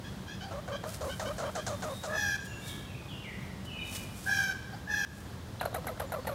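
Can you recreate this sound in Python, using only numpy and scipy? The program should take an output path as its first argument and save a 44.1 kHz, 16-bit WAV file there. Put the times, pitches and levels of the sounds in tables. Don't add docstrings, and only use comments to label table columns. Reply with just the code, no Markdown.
import sys
import numpy as np
from scipy import signal
from scipy.fft import rfft, irfft
from scipy.io import wavfile
from scipy.ndimage import uniform_filter1d

SR = 44100
rng = np.random.default_rng(int(sys.argv[2]) if len(sys.argv) > 2 else 0)


def wav_record(signal):
    frames = np.transpose(np.atleast_2d(signal))
    bounded = np.clip(frames, -1, 1)
    quanta = np.round(bounded * 32767).astype(np.int16)
    wavfile.write(sys.argv[1], SR, quanta)


N = 279594

SPLICE_S, EDGE_HZ = 5.05, 15800


def amp(db):
    return 10 ** (np.asarray(db) / 20)


def evened(x):
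    return x / np.sqrt(np.mean(x ** 2) + 1e-20)


def read(points, hz):
    point_hz, value = np.transpose(points)
    return np.interp(np.log(hz + 1), np.log(point_hz + 1), value)


def add(mix, start_s, sound):
    part = mix[round(start_s * SR):][:len(sound)]
    part += sound[:len(part)]


def noise(colour):
    spectrum = rfft(rng.standard_normal(N)) * amp(read(colour, np.fft.rfftfreq(N, 1 / SR)))
    return evened(irfft(spectrum, N))


def drift(n, span_s):
    span = max(round(span_s * SR), 2)
    smooth = uniform_filter1d(uniform_filter1d(rng.standard_normal(n), span), span)
    return smooth * np.sqrt(1.5 * span)


def stack(pitch_hz, orders):
    turns = np.cumsum(pitch_hz) / SR
    return evened(sum(amp(db) * np.sin(2 * np.pi * round(k) * turns) for k, db in orders))


# frequency_hz, level_db_per_hz
AIR_SPECTRUM = [(18, -38), (30, -8), (112, 0.5), (319, -12), (461, -15.5), (888, -19), (1850, -24.5),
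                (2470, -30.5), (3130, -27.5), (3480, -27.5), (16000, -43)]
# centre_hz, width_hz, level_db
DRONE_BANDS = [(91, 31, -53), (192.4, 21, -53)]


def yard():
    hz, white = np.fft.rfftfreq(N, 1 / SR), rfft(rng.standard_normal(N))
    drone = np.zeros(N)
    for centre_hz, width_hz, level_db in DRONE_BANDS:
        resonance = 1 / (1 + ((hz - centre_hz) / (width_hz / 2)) ** 2)
        drone += amp(level_db) * evened(irfft(white * resonance, N))
    wash_db = -43.5 + 0.6 * drift(N, 0.1)
    return amp(wash_db) * noise(AIR_SPECTRUM) + drone


# start_s, length_s, level_db, early_hz, late_hz
FAR_NOTES = [(1.651, 0.11, -58, 3580, 3580), (1.878, 0.11, -50, 3540, 3820), (2.373, 0.18, -58, 6940, 6970),
             (2.467, 0.072, -50, 2860, 2720), (2.602, 0.12, -54, 2316, 2233),
             (2.608, 0.092, -48, 3310, 3810), (2.683, 0.026, -44.5, 3840, 3150),
             (2.859, 0.11, -53.5, 2840, 2420), (3.073, 0.093, -46.5, 3750, 2750),
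             (3.23, 0.092, -45, 2646, 1866), (3.65, 0.12, -42, 2980, 2933), (3.677, 0.19, -45, 2800, 2390),
             (2.6, 0.19, -55, 1720, 1690), (6.048, .07, -60, 7270, 7100), (6.18, .07, -60, 4500, 4400),
             (3.791, 0.04, -47.5, 3665, 3700)]


def far_notes():
    out = np.zeros(N)
    for start_s, length_s, level_db, early_hz, late_hz in FAR_NOTES:
        u = np.linspace(0, 1, round(length_s * SR))
        glide_hz = late_hz + (early_hz - late_hz) * (1 - u) ** 2.5
        pitch_hz = glide_hz * (1 + 0.012 * drift(len(u), 0.004))
        level = amp(level_db + drift(len(u), 0.0016))
        add(out, start_s, level * stack(pitch_hz, [(1, 0)]) * signal.windows.tukey(len(u), 0.4))
    return out


def scream(level_db, low_hz, high_hz, open_db, beak):
    n = len(low_hz)
    out = np.zeros(n)
    for pitch_hz, first in ((low_hz, 1), (high_hz, 2)):
        turns = np.cumsum(pitch_hz * (1 + 0.003 * drift(n, 0.004))) / SR
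        for k in range(first, 20):
            upper = k > 2
            wander_db = 2.88 * drift(n, 0.0045)
            side_db = (open_db - 0.63 * k * (first - 1)) * upper
            db = read(beak, k * pitch_hz) + wander_db + side_db
            blur = 0.09 * k * upper * drift(n, 0.0025)
            out += amp(db) * np.sin(2 * np.pi * k * turns + blur) * (k * pitch_hz < EDGE_HZ)
    return amp(level_db) * out


# start_s, length_s, level_db, early_hz, late_hz
FAR_CALLS = [(0.033, 0.075, -61, 801, 846), (0.257, 0.12, -58.5, 777, 862), (0.398, 0.066, -58, 740, 773),
             (0.71, 0.079, -56.5, 771, 786), (1.079, 0.08, -55.5, 712, 768), (1.247, 0.058, -56, 721, 770),
             (1.436, 0.062, -60.5, 766, 785), (1.562, 0.08, -59, 748, 825)]
# frequency_hz, level_db
FAR_BEAK_RESPONSE = [(780, -5.5), (1600, 9), (2350, -2), (3150, 10.5), (4000, -4.5), (4800, -1.5),
                     (6500, -4), (8000, -23)]


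def far_jays():
    out = np.zeros(N)
    for start_s, length_s, level_db, early_hz, late_hz in FAR_CALLS:
        low_hz = np.linspace(early_hz, late_hz, round(length_s * SR))
        call = scream(level_db, low_hz, 1.045 * low_hz, 0, FAR_BEAK_RESPONSE)
        add(out, start_s, call * signal.windows.tukey(len(low_hz), 0.6))
    return out


# peak_s, peak_db, rise_s_per_20db, fall_s_per_20db
LITTER_MOVES = [(.89, -45, .045, 0.055), (.945, -46, 0.041, 0.055), (1.059, -51, 0.09, 0.97),
                (1.93, -53.5, 0.5, 0.75), (2.455, -53, .025, 0.043), (2.68, -45.5, 0.081, 0.18),
                (3.655, -47.5, 0.0081, 0.015), (3.87, -62, 0.043, 0.22), (3.96, -39.5, 0.098, 0.061),
                (4.035, -54.5, 0.087, 0.081), (4.18, -52.5, 0.16, 0.28), (4.265, -51, 0.078, .3),
                (4.44, -50, 0.24, .02), (5.18, -56, 0.21, .22)]
# frequency_hz, level_db_per_hz
LITTER_SPECTRUM = [(2060, -19), (3500, -17), (4290, -16.5), (9130, -15), (16000, -24)]


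def rustle():
    t = np.arange(N) / SR
    level = np.zeros(N)
    for peak_s, peak_db, rise_s, fall_s in LITTER_MOVES:
        level += amp(peak_db - 20 * np.maximum((peak_s - t) / rise_s, (t - peak_s) / fall_s))
    crackle = evened(noise(LITTER_SPECTRUM) * amp(2.14 * drift(N, 0.0013)))
    return uniform_filter1d(level, 300) * crackle


# start_s, length_s, swell_s,
# level_db, fade_db, low_early_hz, low_late_hz, high_early_hz, high_late_hz
NEAR_SCREAMS = [(2.088, .275, 0.09, -36, -4.5, 860.4, 795, 891, 840),
                (4.256, 0.27, 0.025, -34.5, -7.5, 799.3, 765, 856, 776),
                (4.865, .2, 0.033, -37.5, -2, 861, 798, 897, 850)]
# frequency_hz, level_db
BEAK_RESPONSE = [(800, -10), (1650, 6), (2450, -12.5), (3300, -12), (4500, -18.5), (5800, -8), (7000, -21),
                 (9000, -33.5), (11500, -22.5), (13500, -30), (15000, -28)]
SWELL_DB, ATTACK_S, RELEASE_S_PER_20DB = -15, 0.0089, 0.006
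SCOOP, SCOOP_S = 0.0564, 0.0207
SHUT_DB, OPENING_S, OPEN_DB = -28, 0.034, 3


def jay():
    out = np.zeros(N)
    for (start_s, length_s, swell_s, level_db, fade_db,
         low_early_hz, low_late_hz, high_early_hz, high_late_hz) in NEAR_SCREAMS:
        t = np.arange(0, length_s + 3 * RELEASE_S_PER_20DB, 1 / SR)
        u = t / length_s
        scoop = 1 - SCOOP * np.exp(-t / SCOOP_S)
        low_hz = scoop * (low_early_hz + (low_late_hz - low_early_hz) * u)
        high_hz = scoop * (high_early_hz + (high_late_hz - high_early_hz) * u)
        swell_db = SWELL_DB * np.maximum(1 - t / swell_s, 0)
        release_db = -20 * np.maximum(t - length_s, 0) / RELEASE_S_PER_20DB
        db = level_db + swell_db + fade_db * u ** 2 + release_db
        open_db = OPEN_DB + SHUT_DB * np.exp(-t / OPENING_S)
        call = scream(db, low_hz, high_hz, open_db, BEAK_RESPONSE)
        add(out, start_s, call * np.minimum(t / ATTACK_S, 1))
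    return out


# start_s, length_s, pulses,
# level_db, fade_db, opening_hz, settled_hz, closing_hz, pulse_rise_fraction, puff_db
CHATTER = [(0.508, 0.093, 3, -43, 2.5, 680, 556, 592, 0.06, -16),
           (0.676, 0.084, 4, -39, 0, 722, 590, 532, 0.1, -16),
           (0.834, .07, 3, -39, -5, 664, 580, 631, 0.07, -16),
           (1.007, 0.1, 4, -37.5, -0.5, 720, 573, 531, 0.1, -8.5),
           (1.194, 0.13, 5, -39.5, 0.5, 820, 578, 574, 0.09, -4.5),
           (1.38, 0.12, 5, -38.5, 1, 749, 634, 552, 0.14, -4.5),
           (1.55, 0.054, 2, -39, 1, 762, 644, 590, 0, -5), (1.664, 0.09, 3, -40, 1.5, 828, 620, 584, 0, -1),
           (1.82, 0.12, 3, -40.5, 2, 787, 679, 521, 0.04, -7),
           (2.032, 0.14, 3, -39, -0.5, 775, 586, 632, 0.03, -5),
           (5.609, 0.039, 2, -31.5, -9.5, 798, 630, 625, 0, -10),
           (5.651, 0.04, 2, -31.5, -13, 692, 575, 490, 0, -13.5),
           (5.712, 0.013, 1, -41, 0, 560, 540, 540, 0.03, -25),
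           (5.727, 0.008, 1, -38, -3, 610, 540, 540, 0.03, -24),
           (5.742, 0.06, 3, -33, -9.5, 843, 610, 494, 0.09, -5),
           (5.843, 0.0072, 1, -36.5, 0, 605, 544, 550, 0.02, -24),
           (5.854, .01, 1, -40, 2, 580, 540, 540, 0.35, -22),
           (5.867, 0.07, 3, -34.5, -10.5, 856, 582, 500, 0.04, -5.5),
           (5.973, 0.012, 1, -42, -3, 600, 545, 540, 0, -28),
           (5.996, 0.064, 3, -34.5, -8, 847, 610, 510, 0.04, -8),
           (6.094, 0.012, 1, -44, 0, 600, 540, 540, 0, -24),
           (6.119, .09, 4, -33.5, -8, 737, 637, 476, 0.07, -9.5),
           (6.248, 0.011, 1, -36, 0, 644, 540, 540, 0, -27),
           (6.268, 0.072, 3, -36.5, -0.5, 886, 636, 538, 0, -6.5)]
STRETCH = 1.2
SLACKEN_S = 0.02434
UNEVEN_DB, UNEVEN_PITCH = 1.0, 0.03
SWELL_IN_DB, SWELL_IN_S = -7, 0.012
PUFF_FADE_DB, PUFF_FADE_S = (-32, -20), (0.065, 0.023)
OVERHANG_S = (0.0049, 0.00079)


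def pulses():
    for (start_s, length_s, count, level_db, fade_db,
         opening_hz, settled_hz, closing_hz, rise, puff_db) in CHATTER:
        edges_s = length_s * np.linspace(0, 1, round(count) + 1) ** STRETCH
        bout = int(start_s > SPLICE_S)
        chance = rng.standard_normal((8, 2))
        for a, b, (louder, higher) in zip(edges_s, edges_s[1:], chance):
            t = np.arange(a, b + OVERHANG_S[bout], 1 / SR)
            tension = np.exp(-(t / SLACKEN_S) ** 2)
            slack_hz = settled_hz + (closing_hz - settled_hz) * t / length_s
            glide = 1 + UNEVEN_PITCH * higher + rise * (2 * (t - a) / (b - a) - 1)
            pitch_hz = (slack_hz + (opening_hz - slack_hz) * tension) * glide
            swell_db = SWELL_IN_DB * np.exp(-t / SWELL_IN_S)
            db = level_db + fade_db * t / length_s + swell_db + UNEVEN_DB * louder
            air_db = puff_db + PUFF_FADE_DB[bout] * (1 - np.exp(-a / PUFF_FADE_S[bout]))
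            yield start_s + a, t, tension, pitch_hz, db, air_db


# start_s, length_s, level_db, pitch_hz
SOFT_CHIRPS = [(0.402, 0.11, -46.5, 784), (4.727, 0.032, -44, 783)]
# multiple, level_db
CHIRP_HARMONICS = [(1, 0), (2, -8.5), (6, -10)]


def chirps():
    out = np.zeros(N)
    for start_s, length_s, level_db, pitch_hz in SOFT_CHIRPS:
        n = round(length_s * SR)
        wavering_hz = pitch_hz * (1 + 0.048 * drift(n, 0.0034))
        tone = stack(wavering_hz, CHIRP_HARMONICS)
        add(out, start_s, amp(level_db) * tone * signal.windows.tukey(n, 0.6))
    return out


# start_s, peak_db, start_hz
SQUEAK_NOTES = [(5.594, -46, 3500), (5.599, -36, 4100), (5.604, -40, 2940), (5.62, -42, 2700),
                (5.625, -45, 4100), (5.6595, -39.5, 4400), (5.7373, -46, 3860), (5.747, -43, 2390),
                (5.755, -36.5, 1970), (5.754, -43, 3940), (5.874, -41, 2170), (5.881, -34, 2100),
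                (5.866, -60, 3800), (5.8816, -42, 4050), (5.999, -61, 3670), (6.267, -45, 4200),
                (6.282, -46, 4440), (6.297, -48, 4360)]


def squeaks():
    out = np.zeros(N)
    t = np.arange(0, 0.007, 1 / SR)
    for start_s, peak_db, start_hz in SQUEAK_NOTES:
        tone = np.sin(2 * np.pi * start_hz * t * (1 - 3.5 * t))
        add(out, start_s, amp(peak_db) * np.hanning(len(t)) * tone)
    return out


# multiple, level_db
PULSE_OVERTONES = [(2, 17), (3, 3), (4, 1)]
# frequency_hz, level_db_per_hz
RASP_SPECTRUM = [(300, -84), (450, 12.5), (1000, 7), (2100, -12.5), (2900, -16), (4100, -8), (5500, -27)]
PUFF_ASIDE_SPECTRUM = [(2060, -41), (3500, 9), (4930, 7.5), (6560, 14), (16000, -20)]
PUFF_FACING_SPECTRUM = [(2940, -52), (5000, -6), (8870, -1), (12000, 8.5), (13400, 3.5), (16000, -38)]
PULSE_RISE_S, PULSE_FALL_S = 0.0027, 0.0089
PUFF_S, PUFF_GAIN_DB = 0.0031, 10.5


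def squirrel():
    room = N + SR
    out, unsteady, hoarse = np.zeros(room), drift(room, 0.0034), drift(room, 0.00094)
    rasp = np.resize(noise(RASP_SPECTRUM), room) * amp(1.5 * unsteady)
    aside = np.arange(N) < SPLICE_S * SR
    hiss = np.resize(np.where(aside, noise(PUFF_ASIDE_SPECTRUM), noise(PUFF_FACING_SPECTRUM)), room)
    for start_s, t, tension, pitch_hz, level_db, puff_db in pulses():
        first = round(start_s * SR)
        at, since_s = slice(first, first + len(t)), t - t[0]
        pitch_hz = pitch_hz * (1 + 0.04 * (0.38 + 1.6 * tension) * unsteady[at])
        strain_db = -6 + 12 * np.log2(pitch_hz / 600)
        fundamental = stack(pitch_hz, [(1, 0)])
        hoarse_hz = pitch_hz * (1 + (0.059 + 0.051 * tension) * hoarse[at])
        overtones = stack(hoarse_hz, PULSE_OVERTONES) * amp(strain_db + 1.2 * hoarse[at])
        throat = amp(strain_db - 1.5 + 6.4 * tension) * rasp[at]
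        burst = since_s / PUFF_S
        puff_shape = burst ** 2 * np.exp(-burst * 1.87) + 0.18
        cycle = 1.54 + np.cos(2 * np.pi * np.cumsum(pitch_hz) / SR)
        puff = amp(puff_db + PUFF_GAIN_DB) * hiss[at] * cycle * puff_shape
        attack = np.minimum(since_s / PULSE_RISE_S, 1)
        shape = attack * np.minimum(since_s[::-1] / PULSE_FALL_S, 1) ** 1.04
        voice = fundamental + overtones + throat + puff
        add(out, start_s, amp(level_db) * shape / shape.max() * voice)
    return out[:N] + chirps() + squeaks()


# frequency_hz, t60_s
SCATTER_DECAY = [(800, 0.58), (1700, 1), (2500, 1.28), (6000, 0.82), (11000, 0.4)]


def echoes(x):
    hz, t, bands = signal.stft(rng.standard_normal(SR), SR, nperseg=256)
    decay = amp(-60 * t / read(SCATTER_DECAY, hz)[:, None])
    tail = signal.istft(bands * decay, SR, nperseg=256)[1]
    tail = tail * np.clip(np.arange(len(tail)) / SR / 0.013, 0, 1)
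    return signal.fftconvolve(x, tail / np.linalg.norm(tail))[:N]


def scene():
    near, calls, far, notes = squirrel(), jay(), far_jays(), far_notes()
    before = np.arange(N) < SPLICE_S * SR
    calls = calls * before
    wet = amp(-16) * near + amp(-11) * calls + amp(-10) * far + amp(-2.5) * notes
    early_tails = echoes(wet * before) * np.where(before, 1, amp(-6.5))
    tails = early_tails + echoes(wet * ~before)
    veiled_notes = amp(-7) * notes
    direct = near + calls + far + veiled_notes + rustle()
    return (direct + tails + yard())[None]


def record(dry):
    since_s = np.arange(N) / SR - SPLICE_S
    dip = np.where(since_s < 0, 1, 1 - 0.5 * np.exp(-np.abs(since_s) / 0.13))
    bass_cut = signal.butter(4, 45, "high", fs=SR, output="sos")
    capsule = signal.sosfilt(bass_cut, dry * dip)
    band_limit = signal.firwin(1023, EDGE_HZ, window=("kaiser", 9), fs=SR)
    return signal.oaconvolve(capsule, band_limit[None], "same")


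dry = scene()
out = record(dry)
wav_record(out)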